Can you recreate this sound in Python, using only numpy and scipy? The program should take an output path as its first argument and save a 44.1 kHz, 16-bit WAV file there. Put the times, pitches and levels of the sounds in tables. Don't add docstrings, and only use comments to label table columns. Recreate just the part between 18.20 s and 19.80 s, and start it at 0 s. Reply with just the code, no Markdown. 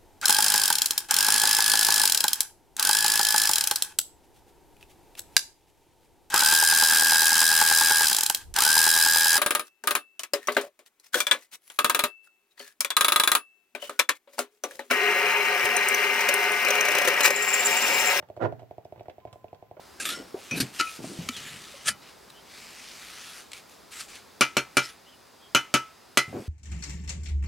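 import sys
import numpy as np
from scipy import signal
from scipy.fft import rfft, irfft
from scipy.io import wavfile

SR = 44100
rng = np.random.default_rng(int(sys.argv[2]) if len(sys.argv) > 2 else 0)


def waveform_to_disk(signal):
    frames = np.transpose(np.atleast_2d(signal))
    scaled = np.clip(frames, -1, 1) * 32767
    samples = np.round(scaled).astype(np.int16)
    wavfile.write(sys.argv[1], SR, samples)


N = 70560
GRAIN = SR // 4

# start in seconds, relative level in dB, pitch ratio.
GULPS = [(0.000, -7.5, 0.9), (0.0272, -7, 1.3), (0.1001, -0.5, 0.94), (0.1655, -3.5, 0.98),
         (0.1738, 0, 0.93), (0.324, 4.5, 1), (0.4195, -7.5, 1.04), (0.430, -5.5, 0.96), (0.5101, 0, 1.02),
         (0.5813, 0, 1.01), (0.6525, -3.5, 1), (0.7234, -0.5, 0.97), (0.7588, -13, 1.25),
         (0.808, -1, 1.014), (0.883, 2, 1.05), (0.9815, -6.5, 1), (1.0516, 2, 1.013), (1.157, -7.5, 1.02),
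         (1.243, -1, 1.006), (1.3291, -1, 1.075), (1.4248, -5, 1.07), (1.5118, -2.5, 1.06),
         (1.595, -1, 1.24)]
# mode in Hz at pitch ratio 1, relative level in dB, t60 in seconds.
CAN_MODES = [(122.4, -12.5, 0.032), (463, -11, 0.025), (684, 0, 0.017)]
# frequency in Hz, gain in dB.
SNAP_EQ = [(600, 14), (1300, -9), (2300, 3), (3200, -6), (5000, -11.5), (10000, -21.5), (15000, -25.5)]


def glugs(body_db=-24, snap_db=-24.5, muffle_hz=888, hollow_hz=252.5, hollow_width_hz=159):
    body = np.zeros(N)
    for start, db, pitch in GULPS:
        add(body, start, undb(db) * modes(CAN_MODES, pitch, size=GRAIN))
    body = lowpass(body, muffle_hz, order=6)
    body = signal.lfilter(*signal.iirnotch(hollow_hz, hollow_hz / hollow_width_hz, fs=SR), body)
    starts, levels_db, _ = np.array(GULPS).T
    snaps = convolve(clicks(starts + 0.0007, undb(levels_db)), colour(SNAP_EQ))
    return undb(snap_db) * snaps - undb(body_db) * body


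# start in seconds, level in dB, centre in Hz,
# filter width in Hz, t60 in seconds, low thump in dB, dull knock in dB.
SPITS_AND_TICKS = [(0.025, -46.5, 1240, 1050, 0.064, -69, -71.5),
                   (0.087, -53.5, 2370, 4000, 0.016, -59, -46),
                   (0.1649, -51, 2000, 4000, 0.017, -73, -41.5),
                   (0.394, -49, 1680, 2900, 0.047, -67, -40.5), (0.648, -53, 2900, 5000, 0.023, -81, -67),
                   (0.760, -53, 1760, 1500, 0.02, -83, -47.5), (0.777, -62, 2190, 2010, 0.092, -40, -46.5),
                   (0.795, -48.5, 2400, 1400, 0.033, -41, -44), (0.831, -59, 5100, 4000, 0.014, -63, -80),
                   (0.856, -50, 1380, 1100, .035, -89, -45), (0.897, -42.5, 2120, 1860, 0.027, -72, -38.5),
                   (1.001, -55, 2420, 1200, 0.031, -59, -55.5),
                   (1.073, -55.5, 2170, 1800, 0.076, -39, -43.5),
                   (1.1285, -42.5, 3460, 4950, 0.014, -38.5, -40.5),
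                   (1.282, -52, 2750, 1200, 0.017, -55, -54), (1.347, -50.5, 2640, 3000, 0.012, -79, -48.5),
                   (1.568, -44.5, 970, 830, 0.043, -68, -41)]


def ticks():
    out = np.zeros(N)
    for start, db, hz, width_hz, t60, thump_db, knock_db in SPITS_AND_TICKS:
        knock = undb(knock_db) * burst(hz=550, width_hz=470, t60=0.053)
        spit = undb(db) * burst(hz, width_hz, t60)
        thump = modes([(110.88, thump_db, 0.06)], size=GRAIN)
        add(out, start, spit + knock + thump)
    return out


# time in seconds, relative force in dB.
JUDDER_FORCE = [(0.193, -30.5), (0.206, -13.5), (0.215, -5), (0.226, 0), (0.24, 0), (0.257, 0.5),
                (0.267, -7.5), (0.28, -40.5)]
# frequency in Hz, gain in dB.
COUNTER_EQ = [(40, -39), (70, -16), (100, 9.5), (150, 11.5), (205, -15), (340, 7), (620, 9.5), (900, 0),
              (1450, -11), (2200, -18.5), (4000, -31), (7000, -46.5), (11000, -49)]
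# mode in Hz, relative level in dB, t60 in seconds.
BUMP_RING = [(119.7, -59, 0.72), (145.7, -50.5, .45), (280.5, -53.5, 0.48), (350, -45, 0.13),
             (423.2, -45.5, 0.23), (569.3, -42.5, 0.18), (653.4, -45.5, 0.32), (969, -47, 0.044),
             (1380, -45.5, .05)]
# frequency in Hz, gain in dB.
FAR_SIDE_EQ = [(100, -21.5), (200, -11.5), (350, 0.5), (600, -10.5), (1200, -24.5), (2500, -26.5),
               (6000, -8)]


def judder(room, first_slip_s=0.1962, slips_per_s=114.16, drive_db=12, grit_db=-27):
    times, force_db = np.array(JUDDER_FORCE).T
    force = np.interp(clock(), times, undb(force_db), left=0, right=0)
    jitter = 0.028 * rng.standard_normal(10)
    slip_times = first_slip_s + (np.arange(10) + jitter) / slips_per_s
    pushes = lowpass(clicks(slip_times, np.ones(10)), hz=2160, order=2)
    grit = undb(grit_db) * rng.standard_normal(N)
    drive = undb(drive_db) * force * (pushes + grit)
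    body = convolve(drive, colour(COUNTER_EQ) + modes(BUMP_RING, pitch=0.99))
    early, tail = room
    reverb = convolve(body, undb(-6.5) * early + undb(-12.5) * tail)
    return np.vstack([convolve(body, colour(FAR_SIDE_EQ)), body]) + reverb


def glass(start_s=1.005, hz=1023, level_db=-55, rise_s=0.029, t60=2.16):
    t = clock() - start_s
    envelope = np.clip(t / rise_s, 0, 1) * fade(t, t60)
    pan = undb([[-4], [0]])
    return undb(level_db) * np.sin(2 * np.pi * hz * t) * envelope * pan


# frequency in Hz, gain in dB.
FIZZ_EQ = [(400, 2), (1200, -8.5), (2600, -10), (4500, -24.5), (9000, -24.5), (15000, -19)]


def fizz(pops_per_s=130, level_db=-72, spread_db=0.5):
    when, size_draw = rng.random((int(pops_per_s * N / SR), 2)).T
    sizes = undb(-spread_db * np.log(np.maximum(size_draw, 0.03)))
    pops = clicks(when * N / SR, sizes)
    return undb(level_db) * unit(convolve(pops, colour(FIZZ_EQ)))


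# frequency in Hz, gain in dB.
BED_EQ = [(25, -14.5), (70, -1), (115, 4.5), (200, -7.5), (400, -7), (680, -4.5), (1200, -13.5),
          (2600, -17.5), (5000, -23.5), (9500, -29.5), (13000, -21), (16000, -23)]


def noise_bed(level_db=-60):
    shared_bass = lowpass(rng.standard_normal(N), hz=720, order=1)
    noise = rng.standard_normal((2, N)) + 1.6 * shared_bass
    return undb(level_db) * unit(convolve(noise, colour(BED_EQ)))


# band centre in Hz, relative level in dB, t60 in seconds.
REVERB_BANDS = [(60, -16, .4), (265, -1, 0.45), (600, 4, 0.16), (1490, -1.5, 0.31), (4000, -15, 0.66),
                (15600, 4, 0.45)]


def kitchen(predelay_s=0.0024, early_db=-7.5, early_t60=0.086):
    t = clock() - predelay_s
    spectrum = rfft(rng.standard_normal((2, N)))
    centres_hz = [row[0] for row in REVERB_BANDS]
    tail = np.zeros((2, N))
    for (_, db, t60), weights in zip(REVERB_BANDS, np.eye(len(REVERB_BANDS))):
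        band = irfft(spectrum * curve(centres_hz, weights), N)
        tail += undb(db) * band * fade(t, t60)
    scatter = rng.standard_normal((2, N)) + rng.standard_normal(N)
    early = unit(scatter * fade(t, early_t60))
    return undb(early_db) * early / np.sqrt(N), tail / np.sqrt(SR / 50)


# frequency in Hz, gain in dB.
LEFT_EQ = [(60, -3.5), (600, 0.5), (800, -5), (1100, -14), (2400, -3), (8000, -5.5), (15000, 3.5)]


def at_glass(sound, room, tail_db, right_lag_s=0.00008, echo_s=0.0115, echo_db=-20):
    sound = np.ravel(sound)
    early, tail = room
    direct = np.array([sound, delay(sound, right_lag_s)])
    echo = undb(echo_db) * delay(sound, echo_s)
    left, right = direct + echo + convolve(sound, early + undb(tail_db) * tail)
    return np.vstack([convolve(left, colour(LEFT_EQ)), right])


def undb(db):
    return 10 ** (np.asarray(db) / 20)


def clock():
    return np.arange(N) / SR


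def unit(x):
    return x / np.sqrt(np.mean(x ** 2))


def delay(x, seconds):
    return np.interp(clock() - seconds, clock(), x, left=0)


def lowpass(x, hz, order):
    return signal.sosfilt(signal.butter(order, hz, fs=SR, output="sos"), x)


def convolve(x, response):
    return signal.fftconvolve(np.atleast_2d(x), np.atleast_2d(response), axes=-1)[:, :N]


def curve(points_hz, values):
    bins_hz = np.arange(N // 2 + 1) * SR / N
    return np.interp(np.log(bins_hz + 1), np.log(points_hz), values)


def colour(eq):
    hz, db = np.array(eq, float).T
    cepstrum = irfft(np.log(undb(curve(hz, db))), N)
    cepstrum[1:N // 2] *= 2
    cepstrum[N // 2 + 1:] = 0
    return irfft(np.exp(rfft(cepstrum)), N)


def fade(t, t60):
    return (t >= 0) * np.exp(-np.log(1000) * np.maximum(t, 0) / t60)


def modes(table, pitch=1, size=N):
    t = np.arange(size) / SR
    return sum(undb(db) * np.sin(2 * np.pi * hz * pitch * t) * fade(t, t60) for hz, db, t60 in table)


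def burst(hz, width_hz, t60):
    b, a = signal.iirpeak(hz, hz / width_hz, fs=SR)
    noise = signal.lfilter(b, a, signal.lfilter(b, a, rng.standard_normal(GRAIN)))
    return unit(noise) * fade(np.arange(GRAIN) / SR, t60)


def clicks(times, sizes):
    return np.bincount(np.clip(times * SR, 0, N - 1).astype(int), sizes, N)


def add(out, start_s, sound):
    i = int(start_s * SR)
    out[i:i + len(sound)] += sound[:N - i]


def scene():
    room = kitchen()
    bed = noise_bed()
    bump = judder(room)
    pour = at_glass(glugs(), room, tail_db=-11)
    crackle = at_glass(ticks() + fizz(), room, tail_db=-7)
    return pour + crackle + bump + glass() + bed


# frequency in Hz, gain in dB.
MIC_EQ = [(5000, -1.5), (7500, -1), (9800, -5), (12500, -3.5), (16000, -2)]


def record(dry, low_cut_hz=91, top_hz=15800):
    softened = convolve(dry, colour(MIC_EQ))
    thinned = signal.sosfilt(signal.butter(2, low_cut_hz, "high", fs=SR, output="sos"), softened)
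    return signal.sosfilt(signal.ellip(10, 0.2, 70, top_hz, fs=SR, output="sos"), thinned)


dry = scene()
out = record(dry)
waveform_to_disk(out)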